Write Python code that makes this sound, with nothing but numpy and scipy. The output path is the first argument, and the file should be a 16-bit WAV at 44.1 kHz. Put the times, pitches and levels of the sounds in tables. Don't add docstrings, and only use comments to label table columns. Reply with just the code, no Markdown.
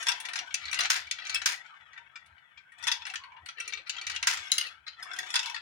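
import sys
import numpy as np
from scipy import signal
from scipy.fft import rfft, irfft
from scipy.io import wavfile
from scipy.ndimage import uniform_filter1d, map_coordinates

SR = 44100
rng = np.random.default_rng(int(sys.argv[2]) if len(sys.argv) > 2 else 0)


def dump(signal):
    limited = np.clip(np.atleast_2d(signal).T, -1, 1)
    pcm = np.round(limited * 32767).astype(np.int16)
    wavfile.write(sys.argv[1], SR, pcm)


N = 247401
RING_SIZE, KNOCK_SIZE = int(.2 * SR), int(.012 * SR)
TIME = np.arange(N) / SR
AGE = np.arange(RING_SIZE) / SR
BANDS = [signal.butter(4, 2200, "low", fs=SR, output="sos"),
         signal.butter(3, [2200, 5000], "band", fs=SR, output="sos"),
         signal.butter(4, [5000, 8000], "band", fs=SR, output="sos"),
         signal.butter(8, 8000, "high", fs=SR, output="sos")]


# start_s, level_db, hardness_db, crack_db, sparkle_db, pan_db, low_hz, low_db, high_hz, high_db
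FUNNEL_CLASHES = [(0.788, -25, 4.5, -15.5, 4, 2.5, 1214, -1, 3960, -2),
                  (0.805, -24, 4.5, -4.5, -8, 5.5, 1236, -1, 4020, 4),
                  (1.344, -31.5, 2.5, 2.5, -4.5, 3, 2660, 6, 5120, -2),
                  (1.355, -21.5, 13, -20, -5, 7.5, 2636, 25, 3300, -7),
                  (2.155, -44.5, -3.5, -8.5, -19, 4, 2360, 12, 5050, -2),
                  (2.573, -48, 3, -16.5, -24, 6.5, 2360, 14, 4120, -1),
                  (2.782, -52.5, 2, -15, 9, 10, 1520, 8, 3340, 19),
                  (2.824, -43.5, 2, -2.5, -2.5, 14, 1833, 1, 5880, -9),
                  (2.836, -38.5, 7, -0.5, -8, 18, 1920, 20, 5870, -8),
                  (3.019, -40, 4, -15, -13, 4, 2590, 9, 3524, 10),
                  (5.025, -43.5, 2, 1.5, -8, 1, 1565, 10, 5090, 13.5),
                  (5.112, -40, -2, -25, -1, 2, 1560, 26, 3415, 10),
                  (5.132, -44.5, -4, 0.5, -6.5, 6, 1492, 28, 5100, 11),
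                  (5.162, -41.5, 8, -11, 0, -2, 1390, 12, 3180, 11),
                  (5.186, -32.5, 0, -3.5, -4.5, 3, 1907, 11, 5360, -1),
                  (5.302, -42, 23, 1, -5.5, 1, 3100, -3, 3440, 23),
                  (5.428, -35, 11, -8, -9, 6, 2685, 7, 3400, 4),
                  (5.457, -33, 7.5, -6.5, -5, 3, 2690, -6, 4085, 2),
                  (5.495, -38, 3, -5, -8.5, 2.5, 2630, 4, 3427, -4),
                  (5.542, -38, -2, -6.5, -10, 5.5, 1900, 3, 4380, 8),
                  (5.561, -34.5, 1, -19, -17, 1, 1724, 1, 4040, 7)]
# start_s, level_db, rebound_after_s, rebound_db, last_bounce_after_s, last_bounce_db, pan_db
FUNNEL_FALLS = [(0.067, -27.5, 0.016, -23.5, 0.049, -29, 4), (2.868, -28.5, 0.0075, -26.5, 0.047, -23.5, 5),
                (5.339, -29, 0.0155, -23.5, 0.052, -27.5, 1)]
# hardness_db, crack_db, sparkle_db, low_hz, low_db, high_hz, high_db
FALL_TOUCHES = [(2, -4.5, -4, 1900, -3.5, 3480, -9), (3, -4.5, -5.5, 1880, -4.5, 3480, 8.5),
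                (6, -7.5, -2, 2680, -1.5, 7600, 11), (8, -4.5, -8.5, 2690, -8, 3800, 9)]
# pitch_hz, base_width_hz, level_db
FUNNEL_MODES = [(928, 27, -3.5), (1359, 28, 0), (1497, 35, -5), (1582, 30, -0.5), (1808, 65, 4),
                (1929, 81, 4), (2226, 50, -12.5), (2650, 44, -8), (3260, 32, -5.5), (3413, 60, 5),
                (3490, 50, 3), (3810, 37, -11.5), (4080, 23, -5), (5030, 55, -18.5), (5560, 50, -11.5),
                (5500, 65, -17), (6940, 90, -7), (9700, 120, -22)]
# pitch_hz, level_db
FUNNEL_COLOUR = [(180, -62.5), (300, -26), (555, -28), (930, -17.5), (1170, -0.5), (1900, -1), (2140, -2.5),
                 (2700, 2.5), (3030, -1.5), (3520, 2), (3890, -3), (5900, -4), (7570, -11.5), (9710, -23.5),
                 (16000, -38.5)]
def funnel_clashes():
    landings = []
    for start_s, db, rebound_s, rebound_db, last_s, last_db, pan_db in FUNNEL_FALLS:
        touches = [(start_s, db), (start_s + rebound_s, rebound_db),
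                   (start_s + rebound_s + 0.005, rebound_db), (start_s + last_s, last_db)]
        for touch, tone in zip(touches, FALL_TOUCHES):
            landings.append((*touch, *tone[:3], pan_db, *tone[3:]))
    return knocks(landings + FUNNEL_CLASHES, FUNNEL_MODES, FUNNEL_COLOUR, ripple_db=3.5, modes_db=-5.5,
                  narrowing=0.4, note_width=42, crack_fade=0.044, snap=0.19,
                  tail_db=-10.5, tail_fade_s=0.14, rise=0.0015)


# start_s, level_db, hardness_db, crack_db, sparkle_db, pan_db, low_hz, low_db, high_hz, high_db
CHUTE_TICKS = [(0.026, -43.5, 0, 3.5, -3, 4, 1540, 7, 6700, 4),
               (0.2, -40.5, 4, -6.5, 4, 3, 1790, 0, 3430, -4),
               (0.251, -35.5, 2, -6.5, -7, 6, 2700, -12, 3480, 3),
               (0.285, -34.5, 4, -16, 1.5, 5, 2610, -1, 3500, -4),
               (0.332, -36.5, 0, -4.5, -4, 2, 1860, 5, 5000, 3),
               (0.355, -33.5, -1, -0.5, -10, 9, 1625, 1, 5080, 6),
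               (0.376, -35.5, 5, -13, -9, 1, 1975, 2, 3480, 2),
               (0.388, -32, 8, -1.5, -12, 5.5, 2350, -16, 5710, 10),
               (0.506, -41.5, 6, -25, -14, 4, 2260, 12, 3220, 7),
               (0.541, -27.5, 11, 1.5, -7.5, 5, 2650, 1, 5990, -2.5),
               (0.653, -36.5, 9, -9, -12, 1, 2140, -2, 4280, 4),
               (0.712, -37.5, 7, -2.5, -5, 3, 2355, 17, 3820, -5),
               (0.728, -28.5, 5.5, -7.5, -2, 7, 2620, -3, 4160, -9),
               (0.74, -35.5, 0, 0, -6, 1, 2680, -2, 4070, -2),
               (0.833, -34, 10, -2, -9, 1, 2780, -13, 3880, -5),
               (0.853, -29, 0, -6.5, -9, 3.5, 2270, -7, 3110, -7),
               (1.067, -42, 10, -16, -8, 2, 2270, 11, 3420, -2),
               (1.111, -27.5, 25, -2.5, -8, 5, 2250, -1.5, 3520, -4),
               (1.185, -37.5, 4.5, -17, -9, 7, 2650, 6, 3330, 14),
               (1.249, -41.5, 16, -8, -10, 4, 2410, 16, 3725, 1),
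               (1.267, -37, 7, -3.5, -14, 2.5, 2330, 9, 6000, 0),
               (1.294, -33.5, 4, -3, -8, 5, 2600, -10, 4370, 2),
               (1.416, -35.5, -1, -5, -12.5, 5, 2310, -7, 3910, 2),
               (1.661, -54.5, 11.5, -11, -10, 2, 2290, 0, 3130, 1),
               (1.929, -55.5, -8.5, -7, -17.5, 3.5, 1930, 9, 5990, 10),
               (1.962, -57.5, -13, -22, -13.5, 7, 1940, 13, 3570, 4),
               (1.975, -49.5, -9.5, -13.5, -11, 5.5, 1825, 2, 3600, 15.5),
               (2.259, -62, 10, -9.5, 3.5, -1, 1900, -3, 3620, -6.5),
               (2.378, -54.5, 3, -29.5, -9, 8.5, 2985, 14, 3020, 0),
               (2.718, -61.5, -11, -10.5, 5.5, 5.5, 1885, 12, 3450, -7),
               (3.051, -38, 3.5, -5, -20.5, 4, 2680, 10, 5200, 13),
               (3.065, -38, -2.5, -11, 1, 6, 2920, 2, 3400, 1),
               (3.097, -37, 3, -10, -7, 4, 2665, 5, 3970, -11),
               (3.136, -40.5, -6, -11, 1.5, 6, 1750, -9, 3370, -2),
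               (3.155, -31.5, 5, -7, -12, 5, 1810, 2, 3340, -1),
               (3.235, -46.5, -1, -19, -4, 4.5, 2930, 8.5, 4400, 5),
               (3.317, -56.5, -6, -19, -14, 1, 2320, 12.5, 3265, -7),
               (3.364, -54.5, -3, -29, -11.5, 5.5, 2840, 10.5, 3220, 1),
               (3.458, -42.5, 3, -16.5, 7, 8, 2880, 2, 4430, 4),
               (3.485, -38.5, 1.5, -6, -12, 2.5, 1330, 6, 3310, 3),
               (3.581, -46, -8, -22, 1, 10, 1830, 15, 8200, -4),
               (3.6, -32.5, 0, -7, -1.5, 5, 2680, 23, 8340, 14),
               (3.608, -40.5, 9, -19, -11, 14, 2660, 2, 3220, 4),
               (3.676, -38.5, 8, 0, -3.5, 5.5, 2330, 10, 4180, 0),
               (3.722, -37, 7, -15, -10, 11, 2290, -3, 3750, -6),
               (3.734, -30, 16, -8.5, -14.5, 5, 2305, 12, 3640, 7),
               (3.772, -37.5, 10, -24, -20, 3, 2340, -6, 3590, 1),
               (3.79, -48, 18, -26.5, -24, -1, 2505, 12, 3560, -2),
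               (3.872, -45, -2, -22, 4, 10, 2340, 17, 3750, -4),
               (3.894, -29.5, 11, -3.5, -11.5, 6, 2670, -3, 4540, -2),
               (3.964, -37, 6, -11, -13, 7, 2650, 1, 3190, 9),
               (3.982, -36.5, 5.5, -14, -20, 4, 1405, 21, 3250, 24),
               (4.012, -36.5, 9, -7.5, -9, 5, 2350, 11, 4450, 10),
               (4.066, -32.5, 5.5, -2, -12.5, 0.5, 2350, 1, 3790, 2),
               (4.096, -34.5, 0, -4.5, -7, 5, 2370, -9, 4660, 2),
               (4.113, -41, 9, -5, -10, 3, 1880, -1, 4300, 5),
               (4.147, -39, -1, -9, -6, 0, 2970, 4, 5000, -3),
               (4.161, -28.5, 16, -9, -10, 5.5, 2800, 6.5, 3280, -6),
               (4.226, -28, 1.5, -5, -9.5, 2.5, 1550, -8, 6240, -9)]
# pitch_hz, base_width_hz, level_db
CHUTE_MODES = [(1390, 35, 1), (1542, 48, 6), (1940, 85, 5.5), (2169, 40, -8.5), (2328, 35, 5.5),
               (2700, 35, 3), (2764, 16, -2), (2960, 45, 1), (3180, 69, -6.5), (3800, 50, -6.5),
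               (4180, 40, -8.5), (4060, 70, -9), (5620, 95, -10.5), (5940, 150, -5), (6960, 79, -10.5)]
# pitch_hz, level_db
CHUTE_COLOUR = [(180, -78.5), (300, -67), (360, -34), (624, -47.5), (787, -10), (1100, -10), (1390, -3),
                (2360, -1.5), (2700, -3), (4300, -4.5), (5160, -14), (6000, -9.5), (8220, -17),
                (9710, -21.5), (12500, -40.5), (16000, -40)]
def chute_ticks(strays):
    return knocks(CHUTE_TICKS + strays, CHUTE_MODES, CHUTE_COLOUR, ripple_db=2.0, modes_db=-6,
                  narrowing=0.18, note_width=32, crack_fade=0.049, snap=0.18,
                  tail_db=-23.5, tail_fade_s=.16, rise=0.0013)


def stray_ticks(rolling_gain, count):
    when, strength = rng.random((count, 2)).T
    times = (np.arange(count) + when) / count * TIME[-1]
    levels_db = 20 * np.log10(np.interp(times, TIME, rolling_gain)) - 7 + 5 * (strength - .5)
    hardness_db, crack_db, sparkle_db, pan_db = 2, -12, -12, 4
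    return [(s, db, hardness_db, crack_db, sparkle_db, pan_db) for s, db in zip(times, levels_db)]


# start_s, level_db, hardness_db, crack_db, sparkle_db, pan_db, low_hz, low_db, high_hz, high_db
HOLE_DROPS = [(4.516, -21, 16, -2.5, -5.5, 5.5, 2940, 1, 3970, -1.5),
              (4.58, -23, 15, -4, -1.5, 5, 2870, 9, 4020, -4),
              (4.61, -26, 6, -13, -3, 1.5, 2893, 13.5, 4120, -6),
              (4.666, -36.5, 13, -13.5, -5, 7, 2670, 14, 4020, -8),
              (4.864, -42, 1.5, -19, -22, 2, 1830, -3, 4010, -0.5),
              (4.877, -36, 6.5, -11.5, -17, 8, 1880, 1, 4030, -4.5),
              (4.93, -53, 6, -27, -11, -6, 3080, 21, 3300, 5)]
# pitch_hz, base_width_hz, level_db
HOLE_MODES = [(1415, 30, 4), (2110, 40, 10), (2900, 90, -14), (3960, 60, 10), (4060, 50, 6.5),
              (4680, 160, 0.5), (5970, 300, 7), (6640, 200, -13), (7300, 150, -10), (9100, 120, -7),
              (9700, 120, -18)]
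# pitch_hz, level_db
HOLE_COLOUR = [(180, -64.5), (300, -46), (667, -16), (1040, -20.5), (1230, -2), (2480, -6.5), (2930, -3),
               (3400, -3.5), (4100, 1.5), (5200, -8), (6800, -4.5), (8000, -17.5), (9000, -6), (9900, -7),
               (11700, -23.5), (16000, -23)]
def hole_drops():
    return knocks(HOLE_DROPS, HOLE_MODES, HOLE_COLOUR, ripple_db=5.0, modes_db=-9.0,
                  narrowing=0.46, note_width=59, crack_fade=0.029, snap=0.81,
                  tail_db=-14.5, tail_fade_s=0.21, rise=0.0023)


# start_s, level_db, hardness_db, crack_db, sparkle_db, pan_db
HEAP_HITS = [(0.899, -23, 1, 1, -6.5, 4), (0.953, -32, 1.5, -12, -19, 4.5), (1.457, -23.5, 1, 2, -7, 4),
             (4.269, -23, -1, 1.5, -6.5, 3), (4.37, -38.5, -1, -1.5, -12.5, 4.5)]
# pitch_hz, base_width_hz, level_db
HEAP_MODES = [(1090, 48, -8.5), (1513, 100, 11), (1970, 100, 5), (2310, 70, 3.5), (2990, 90, -7),
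              (3880, 150, -3), (5450, 120, -3.5), (6370, 150, 7.5)]
# pitch_hz, level_db
HEAP_COLOUR = [(180, -47), (300, -31.5), (392, -15.5), (546, -23), (978, 3), (1100, -2.5), (1560, 7),
               (2200, 4.5), (3080, 3), (4600, 0), (6500, -1.5), (8000, -1.5), (10500, -16), (12700, -16),
               (15200, -21), (16000, -28)]
def heap_crashes():
    settling = np.exp(-(AGE / 0.075) ** 2)
    buzz = from_db(-14.5) * chatter(bounce_s=0.0028, rough_db=3.0) * settling
    return knocks(HEAP_HITS, HEAP_MODES, HEAP_COLOUR, ripple_db=0.0, modes_db=-10.0, narrowing=0.36,
                  crack_fade=0.047, snap=0.9, tail_db=-36.5, tail_fade_s=.25, rise=0.002, buzz=buzz)


def knocks(table, modes, colour, ripple_db, modes_db, narrowing, crack_fade, snap,
           tail_db, tail_fade_s, rise, note_width=None, buzz=0):
    out = np.zeros((2, N + RING_SIZE))
    snaps = (1, 1 + 0.045 * snap * dying(0.039), 1 + snap * dying(0.047), 1 + (1 + snap) * dying(0.019))
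    tail = from_db(tail_db) * dying(tail_fade_s)
    for start_s, level_db, hardness_db, crack_db, sparkle_db, pan_db, *spot in table:
        bands_db = level_db + np.array([-hardness_db, 0, crack_db, crack_db + sparkle_db])
        stretch = np.interp(max(bands_db), [-45, -27], [1.7, 1])
        stretch *= np.interp(hardness_db, [0, 16], [1.25, 0.9])
        onset = 1 - np.exp(-(AGE / (rise * stretch)) ** 2)
        fade = np.sqrt(dying(crack_fade * stretch) ** 2 + tail ** 2 + buzz ** 2)
        noise = rng.standard_normal((2, RING_SIZE))
        crowd = rms_one(noise * fade * chatter(bounce_s=0.0016, rough_db=-1.5))
        burst = crowd + spot_notes(spot, note_width)
        shell = rms_one(coloured(burst, spot_colour(colour, ripple_db, count=110)))
        knock = onset * (shell + from_db(modes_db) * ringing(modes, narrowing, scatter_db=8.5))
        at = round(start_s * SR)
        for band, db, sharpen, lean_db in zip(BANDS, bands_db, snaps, (.5, 0.22, -1.0, -1.0)):
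            part = signal.sosfilt(band, knock + 1e-18) * sharpen
            strength = from_db(db) / part[:, :KNOCK_SIZE].std()
            out[:, at:at + RING_SIZE] += strength * part * panned(pan_db + lean_db)
    return out[:, :N]


def ringing(modes, narrowing, scatter_db):
    hz, width, db = np.transpose(modes)[:, :, None]
    width = np.clip(width * narrowing, 14 + hz / 220, 400)
    strength = from_db(db + scatter_db * rng.standard_normal((len(hz), 2))) * width
    phases = rng.random((len(hz), 1)) + rng.random((len(hz), 2)) / 2
    age = AGE[:RING_SIZE // 2]
    fading_tones = np.exp((2j * np.pi * hz - np.pi * width) * age)
    rings = ((strength * np.exp(2j * np.pi * phases)).T @ fading_tones).real
    return rms_one(np.pad(rings, ((0, 0), (0, RING_SIZE - len(age)))))


def spot_notes(spot, base_width):
    share = 1000 / (SR / 2)
    notes = 0
    for hz, db in zip(spot[::2], spot[1::2]):
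        ping = ringing([(hz, base_width * np.sqrt(hz / 2000), 0)], narrowing=1.0, scatter_db=2.0)
        knock = from_db(-1.5) * ringing([(hz, 170, 0)], narrowing=0.92, scatter_db=1.5)
        notes += from_db(db) * np.sqrt(share) * (ping + knock)
    return notes


def spot_colour(colour, ripple_db, count):
    hz, db = np.transpose(colour)
    grid = np.geomspace(hz[0], hz[-1], count)
    ripple = ripple_db * np.interp(grid, [1000, 8000], [0.6, 1.4]) * rng.standard_normal(count)
    return np.column_stack([grid, np.interp(np.log(grid), np.log(hz), db) + ripple])


def chatter(bounce_s, rough_db):
    return from_db(rough_db * np.interp(AGE / bounce_s, np.arange(512), rng.standard_normal(512)))


# time_s, level_db, brightness_db
FUNNEL_CIRCLING = [(0, -37, -2.5), (0.22, -46, 2), (0.38, -40.5, -20), (0.55, -47.5, 1), (1.2, -53, 0.5),
                   (1.55, -41, -19), (1.7, -51.5, -7), (2.1, -54.5, -14.5), (2.72, -59, -13),
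                   (2.85, -43, -4), (3.02, -56.5, 7.5), (3.28, -55, -13.5), (3.85, -55, -41),
                   (4.33, -45, 1), (4.5, -44.5, 2.5), (4.7, -47, -1.5), (4.82, -59.5, -11),
                   (4.96, -60, -4.5), (5.0, -44.5, -9), (5.07, -44, -13), (5.27, -40.5, -2.5),
                   (5.48, -46, 6), (5.61, -60, 8.5)]
# pitch_hz, level_db
FUNNEL_ROLL_COLOUR = [(180, -54.5), (300, -33.5), (555, -24), (800, -18), (1100, -8.5), (1500, -2.5),
                      (1900, -5.5), (2300, 2.5), (3000, 0), (3480, 3.5), (3950, -25), (5900, -7.5),
                      (7570, -14.5), (9710, -13.5), (16000, -40)]
def funnel_roll(gain):
    plastic = rolling(FUNNEL_MODES, FUNNEL_ROLL_COLOUR, modes_db=0, narrowing=0.9,
                      bumps_per_s=800, fade_s=0.04, spread_db=2.5, surge_db=2.0)
    plastic = swirl(plastic, turns_per_s=1.6, echo_s=0.001593, swing_s=.0003, echo_gain=0.7)
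    brightness_db = curve(FUNNEL_CIRCLING, column=2)
    crack_db = -5.5 + brightness_db + 0.83 * 20 * np.log10(gain / gain.max())
    return balance_roll(plastic, gain, clack_db=brightness_db, crack_db=crack_db, sparkle_db=-10.5)


# start_s, end_s, end_level_db, block_pitch_hz, growth_db_per_s
CHUTE_RUNS = [(0.57, 0.85, -37, 779, 57), (1.059, 1.37, -41, 758, 52), (3.56, 3.79, -51, 419, 4),
              (3.849, 4.146, -49.5, 816, 8), (4.53, 4.67, -49, 520, 5)]
def chute_runs():
    return sum(swells([(start, end, db)], attack_s=0.031, growth_db_per_s=growth, release_s=0.018)
               for start, end, db, _, growth in CHUTE_RUNS)


def chute_roll(gain):
    plastic = rolling(CHUTE_MODES, CHUTE_COLOUR, modes_db=1.0, narrowing=0.7,
                      bumps_per_s=330, fade_s=0.035, spread_db=3.2, surge_db=3.5)
    plastic = swirl(plastic, turns_per_s=1.4, echo_s=0.0026, swing_s=0.0006, echo_gain=0.29)
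    in_bend = from_db(-38) * swells(BEND_PASSES, attack_s=0.03, growth_db_per_s=28, release_s=0.065)
    return balance_roll(plastic, gain + in_bend, clack_db=6.0, crack_db=-15, sparkle_db=-11.5)


def rolling(modes, colour, modes_db, narrowing, bumps_per_s, fade_s, spread_db, surge_db):
    sizes = from_db(spread_db * np.minimum(rng.exponential(1, N), 4)) * rng.choice([-1, 1], N)
    bumps = (rng.random(N) < bumps_per_s / SR) * sizes * from_db(surge_db * drift(60))
    crowd = 0
    for _ in range(3):
        burst = rng.standard_normal((2, RING_SIZE)) * dying(fade_s)
        shell = rms_one(coloured(burst, spot_colour(colour, ripple_db=2.5, count=70)))
        nearness = from_db(6 * drift(12))
        crowd += signal.oaconvolve((bumps * nearness)[None], shell, axes=1)[:, :N]
    rings = np.zeros((2, N))
    for hz, width, db in modes:
        width_hz = np.clip(width * narrowing, 12 + hz / 200, 300)
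        ring = resonance(bumps, hz, width_hz) * from_db(db + 5.5 * drift(14))
        rings += [ring, np.roll(ring, rng.integers(-14, 15))]
    position = np.cumsum(1 + 0.02 * drift(9))
    rings = np.array([map_coordinates(side, [position], order=3, mode="wrap") for side in rings])
    return rms_one(rms_one(crowd) + from_db(modes_db) * rms_one(rings))


def swirl(x, turns_per_s, echo_s, swing_s, echo_gain):
    delay = echo_s + swing_s * np.sin(2 * np.pi * turns_per_s * TIME)
    return rms_one(x + echo_gain * np.array([np.interp(TIME - delay, TIME, side) for side in x]))


def balance_roll(plastic, gain, clack_db, crack_db, sparkle_db):
    out = 0
    bands_db = (0, clack_db, crack_db, crack_db + sparkle_db)
    for band, db, pan_db in zip(BANDS, bands_db, (11.0, 4.9, 2.5, 2.5)):
        part = signal.sosfilt(band, plastic)
        even = part / np.sqrt(uniform_filter1d(part ** 2, size=3000, axis=1) + 1e-9)
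        out += gain * from_db(db) * even * panned(pan_db)
    return out


# start_s, end_s, end_level_db, entry_pitch_hz, exit_pitch_hz
BEND_PASSES = [(0.33, 0.49, -50.5, 1026, 977), (0.6, 0.72, -47, 2415, 2230),
               (1.68, 1.745, -48.5, 1367, 1182), (2.63, 2.69, -56.5, 1480, 1580),
               (3.04, 3.12, -47, 940, 760), (3.18, 3.39, -46, 1052, 960), (4.69, 4.75, -53.5, 2000, 1574),
               (4.96, 5.02, -44.5, 1830, 2000), (5.04, 5.14, -46, 1000, 1550),
               (5.42, 5.54, -41.5, 1010, 920)]
def wall_whirr(in_funnel, in_chute):
    after_fall = shaking_after(FUNNEL_FALLS, attack_s=0.0026, hold_s=0.011, release_s=0.096)
    shaken = from_db(-16.5) * in_funnel + from_db(-9) * after_fall
    funnel = shaken * shaken_note(hz=np.full(N, 941), width_hz=130)
    chute = from_db(-6.5) * in_chute * shaken_note(hz=np.full(N, 1260), width_hz=130)
    bends = np.array(BEND_PASSES)
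    bend_hz = np.interp(TIME, bends[:, :2].ravel(), bends[:, 3:].ravel())
    in_bend = swells(BEND_PASSES, attack_s=0.039, growth_db_per_s=12, release_s=0.022)
    return funnel + chute + in_bend * shaken_note(bend_hz, width_hz=130)


# pitch_hz, level_db
BLOCK_COLOUR = [(120, -1), (230, -6), (340, 8.5), (480, -4.5), (700, 8), (900, -21), (1300, -45)]
def hollow_blocks(in_funnel, in_chute):
    after_crash = shaking_after(HEAP_HITS, attack_s=0.12, hold_s=0.081, release_s=0.009)
    tower = from_db(-49.0) * (in_funnel / in_funnel.max()) ** 1.67 + from_db(-30.0) * after_crash
    chute = from_db(-13.5) * in_chute
    runs = np.array(CHUTE_RUNS)
    block_hz = np.interp(TIME, runs[:, :2].ravel(), np.repeat(runs[:, 3], 2))
    wander_hz = 25.13 * drift(5)
    notes = tower * shaken_note(746 + wander_hz, width_hz=70)
    notes += chute * shaken_note(block_hz + wander_hz, width_hz=87)
    spread = from_db(-8.5) * rms_one(coloured(rng.standard_normal((2, N)), BLOCK_COLOUR))
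    lumps = from_db(4.5 * drift(25))
    return lumps * (notes + (tower + chute) * spread) * panned(6.0)


# start_s, end_s, end_level_db
TUB_BOOMS = [(0.6, 0.85, -62.5), (1.03, 1.08, -67), (1.28, 1.44, -67), (2.19, 2.3, -71.5), (2.8, 2.86, -66),
             (3.36, 3.44, -76), (4.04, 4.42, -66)]
# pitch_hz, level_db
TUB_COLOUR = [(20, -30.5), (38, -21.5), (60, -14.5), (75, 8.5), (88, -5), (110, -9.5), (140, -14.5),
              (200, -15.5), (300, -35.5), (500, -66.5)]
def tub_boom():
    middle, side = coloured(rng.standard_normal((2, N)), TUB_COLOUR)
    murmur = from_db(-79.0 + 7.5 * drift(23))
    booms = swells(TUB_BOOMS, attack_s=0.032, growth_db_per_s=-12.0, release_s=0.016)
    return (murmur + booms) * rms_one(middle + from_db(-24.0) * side * [[1], [-1]])


# pitch_hz, level_db
ROOM_COLOUR = [(60, -32), (130, 3.5), (220, -10.5), (450, -19.5), (900, -6.5), (1800, -0.5), (4400, -29.5),
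               (10000, -33.5), (16000, -37.5)]
def room_hush():
    return from_db(-65.5) * rms_one(coloured(rng.standard_normal((2, N)), ROOM_COLOUR))


def room_echo(x, echo_db, fade_s, dull_hz):
    tail = rng.standard_normal((2, RING_SIZE)) * dying(fade_s) * (1 - dying(0.021))
    tail = signal.sosfilt(signal.butter(2, dull_hz, fs=SR, output="sos"), tail)
    tail /= np.sqrt(np.sum(tail ** 2, axis=1, keepdims=True))
    return x + from_db(echo_db) * signal.fftconvolve(x, tail, axes=1)[:, :N]


def shaken_note(hz, width_hz):
    shaking = rng.standard_normal((3, N)) + 1j * rng.standard_normal((3, N))
    smoothing = signal.butter(2, width_hz / 2, fs=SR, output="sos")
    flutter = signal.sosfilt(smoothing, shaking[0] + 1.53 * shaking[1:])
    return rms_one((flutter * np.exp(2j * np.pi * np.cumsum(hz) / SR)).real)


def resonance(x, hz, width_hz):
    r = np.exp(-np.pi * width_hz / SR)
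    feedback = [1, -2 * r * np.cos(2 * np.pi * hz / SR), r * r]
    return signal.lfilter(np.array([1, 0, -1]) * (1 - r * r) / 2, feedback, x)


def coloured(x, colour):
    size = 2048
    hz, db = np.transpose(colour)
    grid = np.maximum(np.fft.rfftfreq(2 * size, 1 / SR), 1)
    cepstrum = irfft(np.log(from_db(np.interp(np.log(grid), np.log(hz), db))))
    cepstrum[1:size] *= 2
    cepstrum[size + 1:] = 0
    response = irfft(np.exp(rfft(cepstrum)))[:size]
    return signal.fftconvolve(x, response[None], axes=1)[:, :x.shape[1]]


def swells(rows, attack_s, growth_db_per_s, release_s):
    gain = 0
    for start_s, end_s, db, *_ in rows:
        fade_in = np.clip((TIME - start_s) / attack_s, 0, 1)
        fade_out = np.exp(-np.maximum(TIME - end_s, 0) / release_s)
        gain += from_db(db + growth_db_per_s * np.minimum(TIME - end_s, 0)) * fade_in * fade_out
    return gain


def shaking_after(blows, attack_s, hold_s, release_s):
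    return swells([(s, s + hold_s, db) for s, db, *_ in blows], attack_s, 0, release_s)


def drift(turns_per_s):
    coarse = TIME[::64]
    wobble = map_coordinates(rng.standard_normal(2048), [coarse * turns_per_s], order=3, mode="wrap")
    return np.interp(TIME, coarse, rms_one(wobble))


def curve(table, column):
    columns = np.transpose(table)
    return np.interp(TIME, columns[0], columns[column])


def dying(fade_s):
    return np.exp(-np.log(1000) * AGE / fade_s)


def panned(pan_db):
    return rms_one(from_db(np.array([[pan_db], [-pan_db]]) / 2))


def from_db(db):
    return 10 ** (np.asarray(db) / 20)


def rms_one(x):
    return x / np.sqrt(np.mean(x ** 2) + 1e-20)


def scene():
    in_funnel = from_db(curve(FUNNEL_CIRCLING, column=1))
    in_chute = chute_runs()
    strays = stray_ticks(in_funnel ** 2 / in_funnel.max() + in_chute, count=40)
    hits = funnel_clashes() + chute_ticks(strays) + hole_drops() + heap_crashes()
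    roll = funnel_roll(in_funnel) + chute_roll(in_chute)
    hum = wall_whirr(in_funnel, in_chute) + hollow_blocks(in_funnel, in_chute)
    background = tub_boom() + room_hush()
    return room_echo(hits, echo_db=-12.0, fade_s=0.19, dull_hz=5240) + roll + hum + background


# pitch_hz, level_db
RIGHT_MIC_COLOUR = [(500, -0.5), (950, -4), (1300, 1), (2000, -5), (8000, 4.5), (13000, 1)]
def record(dry):
    both = coloured(dry, [(1000, -4.5), (10500, -1.0), (13200, -8.5), (15000, 2.5), (16000, 4.0)])
    both = np.vstack([both[:1], coloured(both[1:], RIGHT_MIC_COLOUR)])
    return signal.sosfilt(signal.ellip(10, .2, 80, 15900, fs=SR, output="sos"), both)


dry = scene()
out = record(dry)
dump(out)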